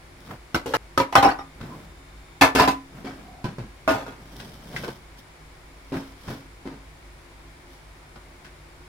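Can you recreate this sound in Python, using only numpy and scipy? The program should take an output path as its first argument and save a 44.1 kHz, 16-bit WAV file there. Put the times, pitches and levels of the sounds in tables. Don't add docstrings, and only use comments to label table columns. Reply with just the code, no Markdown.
import sys
import numpy as np
from scipy import signal
from scipy.fft import rfft, irfft, next_fast_len
from scipy.io import wavfile
from scipy.ndimage import uniform_filter1d

SR = 44100
rng = np.random.default_rng(int(sys.argv[2]) if len(sys.argv) > 2 else 0)


def wrap_up_sound(samples):
    columns = np.atleast_2d(samples).T
    tamed = np.clip(columns, -1, 1)
    steps = np.round(tamed * 32767).astype(np.int16)
    wavfile.write(sys.argv[1], SR, steps)


N = 391588
TIME = np.arange(N) / SR
RING_T = np.arange(SR * 6 // 10) / SR

# (time [s], level [dB], basin thud [dB], treble crack [dB], favoured pitch [Hz])
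LANDINGS = [(0.545, -13.5, 5.5, 6, 1384), (0.659, -29, 6, 10.5, 437), (0.737, -12, -7.5, 0.5, 1300),
            (0.976, -14, 4.5, 10, 1260), (1.0, -14, 5, 2, 985), (1.125, -21, -12, 1, 1450),
            (1.153, -1, -12.5, -2.5, 1340), (1.177, -13.5, 1.5, -29, 780), (1.227, -10, -5, 1.5, 956),
            (1.248, -7.5, -3, -18, 770), (1.269, -16.5, -11, -17, 823), (1.287, -14, -7, -5.5, 1490),
            (1.388, -27.5, -7.5, -9, 1220), (2.411, -1.5, -8.5, 5.5, 890), (2.419, -1, -8.5, 1, 1340),
            (2.436, -8.5, -1.5, -12, 830), (2.55, -13.5, 6, 12, 443), (2.558, -9.5, -4.5, 1, 2220),
            (2.585, -5, -7, -1, 441), (2.597, -5, -1.5, 1.5, 1030), (2.62, -8, -8.5, 0.5, 726),
            (2.676, -10.5, 3.5, 5.5, 1020), (3.877, -9.5, -6.5, -4, 655), (3.909, -26.5, 10.5, 9, 1100),
            (4.064, -30.5, 2.5, 0, 910)]
# (frequency [Hz], level [dB])
CAN_MODES = [
    [(333, 7), (1313, -2), (1483, -3), (1571, 3.5), (2045, -5), (2901, 2.5), (5437, -5)],
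    [(462, -0.5), (546, 5.5), (864, 0.5), (1289, -5.5), (1375, -6.5), (1706, -6), (2874, -3)],
    [(535, 3.5), (985, 3), (1270, -2.5), (1579, -2.5), (1779, 0.5), (4500, -5), (5459, 0)],
    [(648, -9), (712, -5.5), (754, -4.5), (797, 3), (880, -6), (1015, -3.5), (1210, -7), (1491, -11.5),
     (1922, -8), (2993, -13), (5250, -23), (5510, -12), (5940, -20)],
    [(441, -7.5), (636, -9), (726, -9.5), (780, -9), (862, -11), (1008, -7.5), (1350, -9.5), (1470, -13),
     (1750, -6.5), (2178, -17.5), (2610, -14.5), (3607, -19)],
    [(648, 1), (917, -9), (1106, -3), (1453, -1.5), (1693, -14)],
]
# (ring t60 at 1 kHz [s], clatter level [dB], clatter t60 [s], contact with the basin [dB])
FALLS = [(0.097, -0.5, 0.13, -15), (0.14, -1.5, 0.51, 0.5), (0.089, -2.5, 0.13, -2.5),
         (0.15, -0.5, 0.18, 1), (0.18, -1.5, 0.16, -4), (0.21, -0.5, 0.37, -15)]
NEXT_CAN_S = [.6, .9, 1.1, 2, 3.5]
# (frequency [Hz], level [dB], t60 [s])
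BASIN_MODES = [(270.6, -1.5, 0.43), (310, -9.5, 0.31), (388, -2, 0.094)]
# (frequency [Hz], power density [dB])
CLATTER_COLOUR = [(29, -43), (50, 1.5), (165, -8), (235, -12.5), (275, 4.5), (337, -11), (439, -6.5),
                  (586, -9), (783, -5.5), (1330, -11), (2750, -20), (5530, -27), (8140, -34),
                  (14500, -36.5), (16000, -46)]

# (time [s], level [dB], treble tick [dB], what is knocked)
KNOCKS = [(1.603, -33, -3, "bin"), (1.611, -31.5, 3.5, "bin"), (3.045, -23, -0.5, "basin"),
          (3.068, -35, -18, "basin"), (3.442, -21, 0, "bin"), (3.583, -24.5, -5, "bin"),
          (4.397, -37, 17.5, "tray"), (4.765, -29.5, 15.5, "tray"), (4.834, -17.5, 0.5, "tray"),
          (4.877, -20, -1.5, "tray"), (5.92, -17, -6.5, "basin"), (5.964, -31.5, 2, "basin"),
          (6.277, -25.5, -2, "bin"), (6.298, -25.5, -1.5, "basin"), (6.655, -23, -6, "basin"),
          (8.157, -29, -5, "tray"), (8.445, -41.5, 16.5, "tray")]
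KNOCKED_BODIES = {"bin": (-31, 11.5, 0.2452, 1), "tray": (-56, 1.5, 0.1162, -0.5),
                  "basin": (-7, -2, 0.3549, -1)}
# (frequency [Hz], power density [dB])
KNOCK_COLOUR = [(35, 2), (60, 1.5), (256, -0.5), (500, -7.5), (1040, -7.5), (1280, -12.5), (1510, -5.5),
                (1910, -14), (5330, -21), (6740, -29.5), (16000, -41.5)]
# (time [s], level [dB], pitch [Hz], ring t60 [s])
TICKS = [(3.071, -39.5, 2230, 0.14), (3.071, -30, 713, 0.099), (3.443, -34, 1004, 0.11),
         (4.764, -15.5, 2040, 0.01)]

# (time [s], length [s], level [dB], resonance [Hz], resonance width [Hz])
RESONANT_NOISES = [(0.658, 0.16, -34, 480, 130), (1.677, 0.09, -45, 1012, 89),
                   (3.214, 0.28, -49.5, 730, 70), (4.874, 0.021, -32, 440, 120)]
# (middle time [s], half length [s], level [dB], what slides)
STROKES = [(0.277, 0.1, -53, "card"), (0.32, 0.031, -41, "rim"), (1.73, 0.14, -41.5, "hand"),
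           (2.979, 0.043, -44.5, "hand"), (3.169, 0.19, -47, "hand"), (4.214, 0.023, -48, "hand"),
           (4.43, 0.16, -45, "card"), (4.748, 0.013, -45.5, "rim"), (4.804, 0.14, -40, "card"),
           (5.193, 0.017, -50.5, "cloth"), (5.969, 0.025, -37.5, "rim"), (6.01, 0.14, -54, "cloth"),
           (6.305, 0.046, -45.5, "rim"), (6.306, 0.086, -48.5, "cloth"), (7.733, 0.044, -55.5, "cloth")]
MATERIALS = {"hand": (0, -18, -13), "card": (0, -5.5, -11), "cloth": (-7, 0, -43), "rim": (3, -19.5, 0)}
# (frequency [Hz], power density [dB])
RUB_COLOUR = [(50, -24), (110, -4), (175, -2.5), (330, -11), (800, -17), (5000, -43)]
RUSTLE_COLOUR = [(200, 8), (1000, -4.5), (2600, -8), (3100, 9), (4200, 2.5), (5500, 6), (6800, -8),
                 (10000, -3.5), (15500, -6)]
GRIT_COLOUR = [(200, -37), (650, 0.5), (1650, 0.5), (7000, -31.5)]

# (frequency [Hz], power density [dB])
AIR_COLOUR = [(20, -8), (60, 0), (113, -5), (163, -15), (204, -12.5), (347, -14), (459, -13), (1030, -12.5),
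              (1150, -14.5), (2260, -16.5), (2670, -21.5), (5000, -24.5), (6600, -29.5), (7400, -27.5),
              (8300, -32), (9500, -27), (11200, -35.5), (16000, -38.5)]
# (frequency [Hz], level [dB], width [Hz])
HUM_BANDS = [(53.3, -59.5, 6.8), (152.5, -60.5, 9.3), (271.1, -65.5, 9.1), (351, -61, 42),
             (2220, -64.5, 330)]
# (time [s], level [dB])
WHINE_LEVEL = [(0, -80), (2.1, -67), (3.8, -77), (8.9, -78)]
# (frequency [Hz], correlation [-1..1])
NEAR_LIKENESS = [(100, 0.99), (300, 1), (700, 0.78), (1400, 0.27), (2800, 0.03), (8000, 0.11)]
DIFFUSE_LIKENESS = [(60, 0.96), (130, 0.92), (290, 0.92), (640, 0.31), (1300, 0.038), (8000, 0.0081)]
# (frequency [Hz], t60 [s])
ROOM_T60 = [(100, 0.14), (1000, 0.26), (14000, 0.11)]

BREAK_S = .769
METAL_DB, SHELL_DB, BOOM_DB = -12.5, -6.5, -9.5
FOCUS_DB, FOCUS_OCTAVES = 12.5, 0.13
MODE_SHIFT = .006
FACET_HZ, FACET_OCTAVES = 901.4, 2.6
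FACET_DB, FACET_T60 = -11, 0.055
FACET_SPREAD_S = 0.032
TICK_PAIR, TICK_PAIR_DB = 1.035, -4.5
SLIP_DB = 5
SNAPS_PER_S, SNAP_DB = 70, 23
AIR_DB = -49.5
MOTOR_HZ, MOTOR_DB = 49.9, -53
WHINE_HZ, WHINE_OCTAVE_DB = 3623, -6
EDGE_HZ = 16000


def amp(db):
    return 10 ** (np.asarray(db) / 20)


def unit(x):
    return x / np.sqrt(np.mean(x ** 2) + 1e-20)


def read(points, hz):
    f, value = np.transpose(points)
    return np.interp(np.log(hz + 1), np.log(f + 1), value)


def bins(size):
    return np.fft.rfftfreq(size, 1 / SR)


def shelf(hz, corner_hz):
    return hz ** 4 / (hz ** 4 + corner_hz ** 4)


def add(mix, s, sound):
    part = mix[:, max(round(s * SR), 0):][:, :sound.shape[1]]
    part += sound[:, :part.shape[1]]


def pair(x, likeness):
    same = np.clip(read(likeness, bins(x.shape[1])), -1, 1)
    a, b = rfft(x)
    mid = a * np.sqrt((1 + same) / 2)
    side = b * np.sqrt((1 - same) / 2)
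    return irfft(np.array([mid + side, mid - side]), x.shape[1])


def colour(x, db):
    cepstrum = irfft(np.maximum(db, -100) * np.log(10) / 20, x.shape[1])
    cepstrum[1:] *= 2
    cepstrum[x.shape[1] // 2:] = 0
    return irfft(rfft(x) * np.exp(rfft(cepstrum)), x.shape[1])


def stream(spectrum, likeness, grain=1):
    size = next_fast_len(N, True)
    white = rng.standard_normal((2, N)) * grain
    white = np.pad(white, ((0, 0), (0, size - N)))
    gain = amp(read(spectrum, bins(size)))
    return unit(irfft(rfft(pair(white, likeness)) * gain, size)[:, :N])


def cans():
    tracks = np.zeros((2, 2, N))
    combs = [.55 * dents(spacing_hz=130, width_hz=30, count=60) for _ in CAN_MODES]
    for s, level_db, thud_db, crack_db, centre_hz in LANDINGS:
        can = np.searchsorted(NEXT_CAN_S, s)
        ring_t60, clatter_db, clatter_t60, contact_db = FALLS[can]
        modes = []
        for hz, db in CAN_MODES[can]:
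            t60 = ring_t60 * (1000 / hz) ** 0.23
            modes.append((hz * rng.normal(1, MODE_SHIFT), db, t60))
        metal = amp(METAL_DB) * ring(modes, scatter_db=3.5, centre_hz=centre_hz, focus_db=FOCUS_DB)
        shell = clack(thud_db, crack_db, clatter_db, contact_db, clatter_t60, combs[can])
        add(tracks[int(s > BREAK_S)], s, amp(level_db) * (metal + shell + facets()))
    return tracks


def ring(modes, scatter_db, centre_hz=1, focus_db=0):
    hz, db, t60 = np.transpose(modes)[:, :, None]
    size, spread = rng.standard_normal((2, len(hz), 1))
    focus = focus_db / (1 + (np.log2(hz / centre_hz) / FOCUS_OCTAVES) ** 2)
    level_db = db + scatter_db * size + focus
    lag = np.sign(spread) * np.arccos(np.clip(read(NEAR_LIKENESS, hz), -1, 1)) / 2
    fade = amp(level_db - 60 * RING_T / t60)
    fade = fade * (-1) ** np.arange(len(hz))[:, None]
    turn = 2 * np.pi * hz * RING_T
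    return np.array([(fade * np.sin(turn + side * lag)).sum(0) for side in (-1, 1)])


def clack(thud_db, crack_db, clatter_db, contact_db, t60, comb_db):
    hz = bins(len(RING_T))
    tone_db = thud_db * (1 - shelf(hz, 510)) + crack_db * shelf(hz, 2170)
    shell = burst(CLATTER_COLOUR, tone_db + comb_db, t60, crack=1.68, crack_s=0.0025, rise_s=0.0012)
    note = ring(BASIN_MODES, scatter_db=1)
    return amp(SHELL_DB + clatter_db) * shell + amp(BOOM_DB + contact_db + thud_db) * note


def burst(spectrum, change_db, t60, crack, crack_s, rise_s):
    decay = amp(-60 * (RING_T / max(t60, .02)) ** 1.15)
    shape = decay + crack * np.exp(-RING_T / crack_s)
    wander = unit(uniform_filter1d(rng.standard_normal(len(RING_T)), size=90))
    chatter = unit(amp(3 * np.clip(wander, -2, 2)))
    shape = shape * chatter * (1 - np.exp(-RING_T / rise_s))
    db = read(spectrum, bins(len(RING_T)))
    db = db - 10 * np.log10(np.mean(amp(db) ** 2))
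    db = db - 14 * (1 - shelf(bins(len(RING_T)), 74))
    noise = rng.standard_normal((2, len(RING_T))) * shape
    return colour(pair(noise, NEAR_LIKENESS), db + change_db)


def dents(spacing_hz, width_hz, count):
    hz = bins(len(RING_T))
    gaps, size = rng.uniform(-1.034, 1, (2, count))
    steps_hz = (1 + .6 * gaps) * spacing_hz * np.linspace(1, 3, count)
    peaks_hz = 850 + np.cumsum(steps_hz)
    width = width_hz * np.sqrt(peaks_hz / 1000)
    peaks = amp(4.5 * size) ** 2 / (1 + (2 * (hz[:, None] - peaks_hz) / width) ** 4)
    power = .04 + peaks.sum(1)
    depth = shelf(hz, 1000) * (1 - .1 * shelf(hz, 3500))
    return 10 * np.log10(power / uniform_filter1d(power, size=800)) * depth


def facets(count=7):
    out = np.zeros((2, len(RING_T)))
    for wait, pitch in rng.random((count, 2)):
        hz = FACET_HZ * 2 ** (FACET_OCTAVES * pitch)
        level_db = FACET_DB - 6 * (wait + pitch)
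        add(out, FACET_SPREAD_S * wait, ring([(hz, level_db, FACET_T60)], scatter_db=0.5))
    return out


def knocks():
    out, hz = np.zeros((2, N)), bins(len(RING_T))
    for s, level_db, tick_db, thing in KNOCKS:
        note_db, thump_db, t60, crack = KNOCKED_BODIES[thing]
        tone_db = tick_db * shelf(hz, 1100) + thump_db * (1 - shelf(hz, 246))
        tone_db = tone_db + 4 / (1 + ((hz - 430) / 90) ** 2)
        tone_db = tone_db + .55 * dents(spacing_hz=200, width_hz=60, count=40)
        body = amp(-9.5) * burst(KNOCK_COLOUR, tone_db, t60, crack, crack_s=0.002, rise_s=0.00053)
        note = ring(BASIN_MODES, scatter_db=1)
        add(out, s, amp(level_db) * (body + amp(note_db) * note))
    return out


def ticks():
    out = np.zeros((2, N))
    for s, level_db, hz, t60 in TICKS:
        modes = [(hz, 0, t60), (hz * TICK_PAIR, TICK_PAIR_DB, t60)]
        add(out, s, amp(level_db) * ring(modes, scatter_db=5.5))
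    return out


def resonant_noises():
    out = np.zeros((2, N))
    for s, length_s, level_db, hz, width_hz in RESONANT_NOISES:
        noise = rfft(pair(rng.standard_normal((2, len(RING_T))), NEAR_LIKENESS))
        resonance = 1 / (1 + (2 * (bins(len(RING_T)) - hz) / width_hz) ** 2)
        tone = unit(irfft(noise * resonance, len(RING_T)))
        swell = np.sqrt(abs(np.sin(np.pi * np.minimum(RING_T / length_s, 1))))
        if s < BREAK_S:
            swell = swell * (s + RING_T < BREAK_S)
        add(out, s, amp(level_db) * swell * tone)
    return out


def handling():
    swells = np.zeros((3, N))
    for s, half_s, level_db, material in STROKES:
        swell = np.exp(-((TIME - s) / half_s) ** 2)
        swells += amp(level_db) * np.outer(amp(MATERIALS[material]), swell)
    rub, rustle, grit = swells
    snaps = amp(SNAP_DB * (rng.random(N) < SNAPS_PER_S / SR))
    wander = unit(uniform_filter1d(rng.standard_normal(N), size=200))
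    slips = amp(SLIP_DB * np.clip(wander, -2, 2))
    rubbing = rub * stream(RUB_COLOUR, NEAR_LIKENESS)
    rustling = rustle * stream(RUSTLE_COLOUR, DIFFUSE_LIKENESS, np.sqrt(slips) * snaps)
    grating = grit * stream(GRIT_COLOUR, NEAR_LIKENESS, slips)
    return rubbing + rustling + grating


def kitchen(x, wet_db, build_s):
    noise = pair(rng.standard_normal((2, len(RING_T))), DIFFUSE_LIKENESS)
    hz, t, z = signal.stft(noise, SR, nperseg=256)
    decay = amp(-60 * t / read(ROOM_T60, hz)[:, None])
    tail = signal.istft(z * decay, SR, nperseg=256)[1][:, :len(RING_T)]
    tail = tail * (1 - np.exp(-RING_T / build_s))
    wet = signal.fftconvolve(x, tail / np.linalg.norm(tail[0]), axes=1)[:, :N]
    return x + amp(wet_db) * wet


def background():
    size = next_fast_len(N, True)
    bands = np.zeros(size // 2 + 1)
    for hz, db, width in HUM_BANDS:
        bands += amp(db) * unit(1 / (1 + (2 * (bins(size) - hz) / width) ** 2))
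    noise = pair(rng.standard_normal((2, size)), DIFFUSE_LIKENESS)
    hum = irfft(rfft(noise) * bands, size)[:, :N]
    turn = 2 * np.pi * WHINE_HZ * TIME
    whine = unit(np.sin(turn) + amp(WHINE_OCTAVE_DB) * np.sin(2 * turn))
    whine = amp(np.interp(TIME, *np.transpose(WHINE_LEVEL))) * whine
    motor = amp(MOTOR_DB) * unit(np.sin(2 * np.pi * MOTOR_HZ * TIME))
    air = amp(AIR_DB) * stream(AIR_COLOUR, DIFFUSE_LIKENESS)
    return air + motor + hum + whine


def scene():
    first, later = cans()
    opening = kitchen(first, wet_db=-13.0, build_s=0.0049) * (TIME < BREAK_S)
    work = kitchen(later + knocks() + ticks(), wet_db=-10.0, build_s=0.0027)
    return opening + work + handling() + resonant_noises() + background()


def record(dry):
    # (frequency [Hz], left minus right [dB])
    lean_db = [(600, 0.2), (1400, -0.4), (2800, 2.5), (5500, -0.6), (9500, 3.5), (14000, 2.5)]
    size = next_fast_len(N, True)
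    lean = amp(np.outer([1, -1], read(lean_db, bins(size))) / 2)
    heard = irfft(rfft(dry, size) * lean, size)[:, :N]
    limited = 1.3 * np.tanh(heard / 1.3)
    low_pass = signal.firwin(255, EDGE_HZ, window=("kaiser", 8), fs=SR)
    return signal.oaconvolve(limited, low_pass[None], "same")


dry = scene()
out = record(dry)
wrap_up_sound(out)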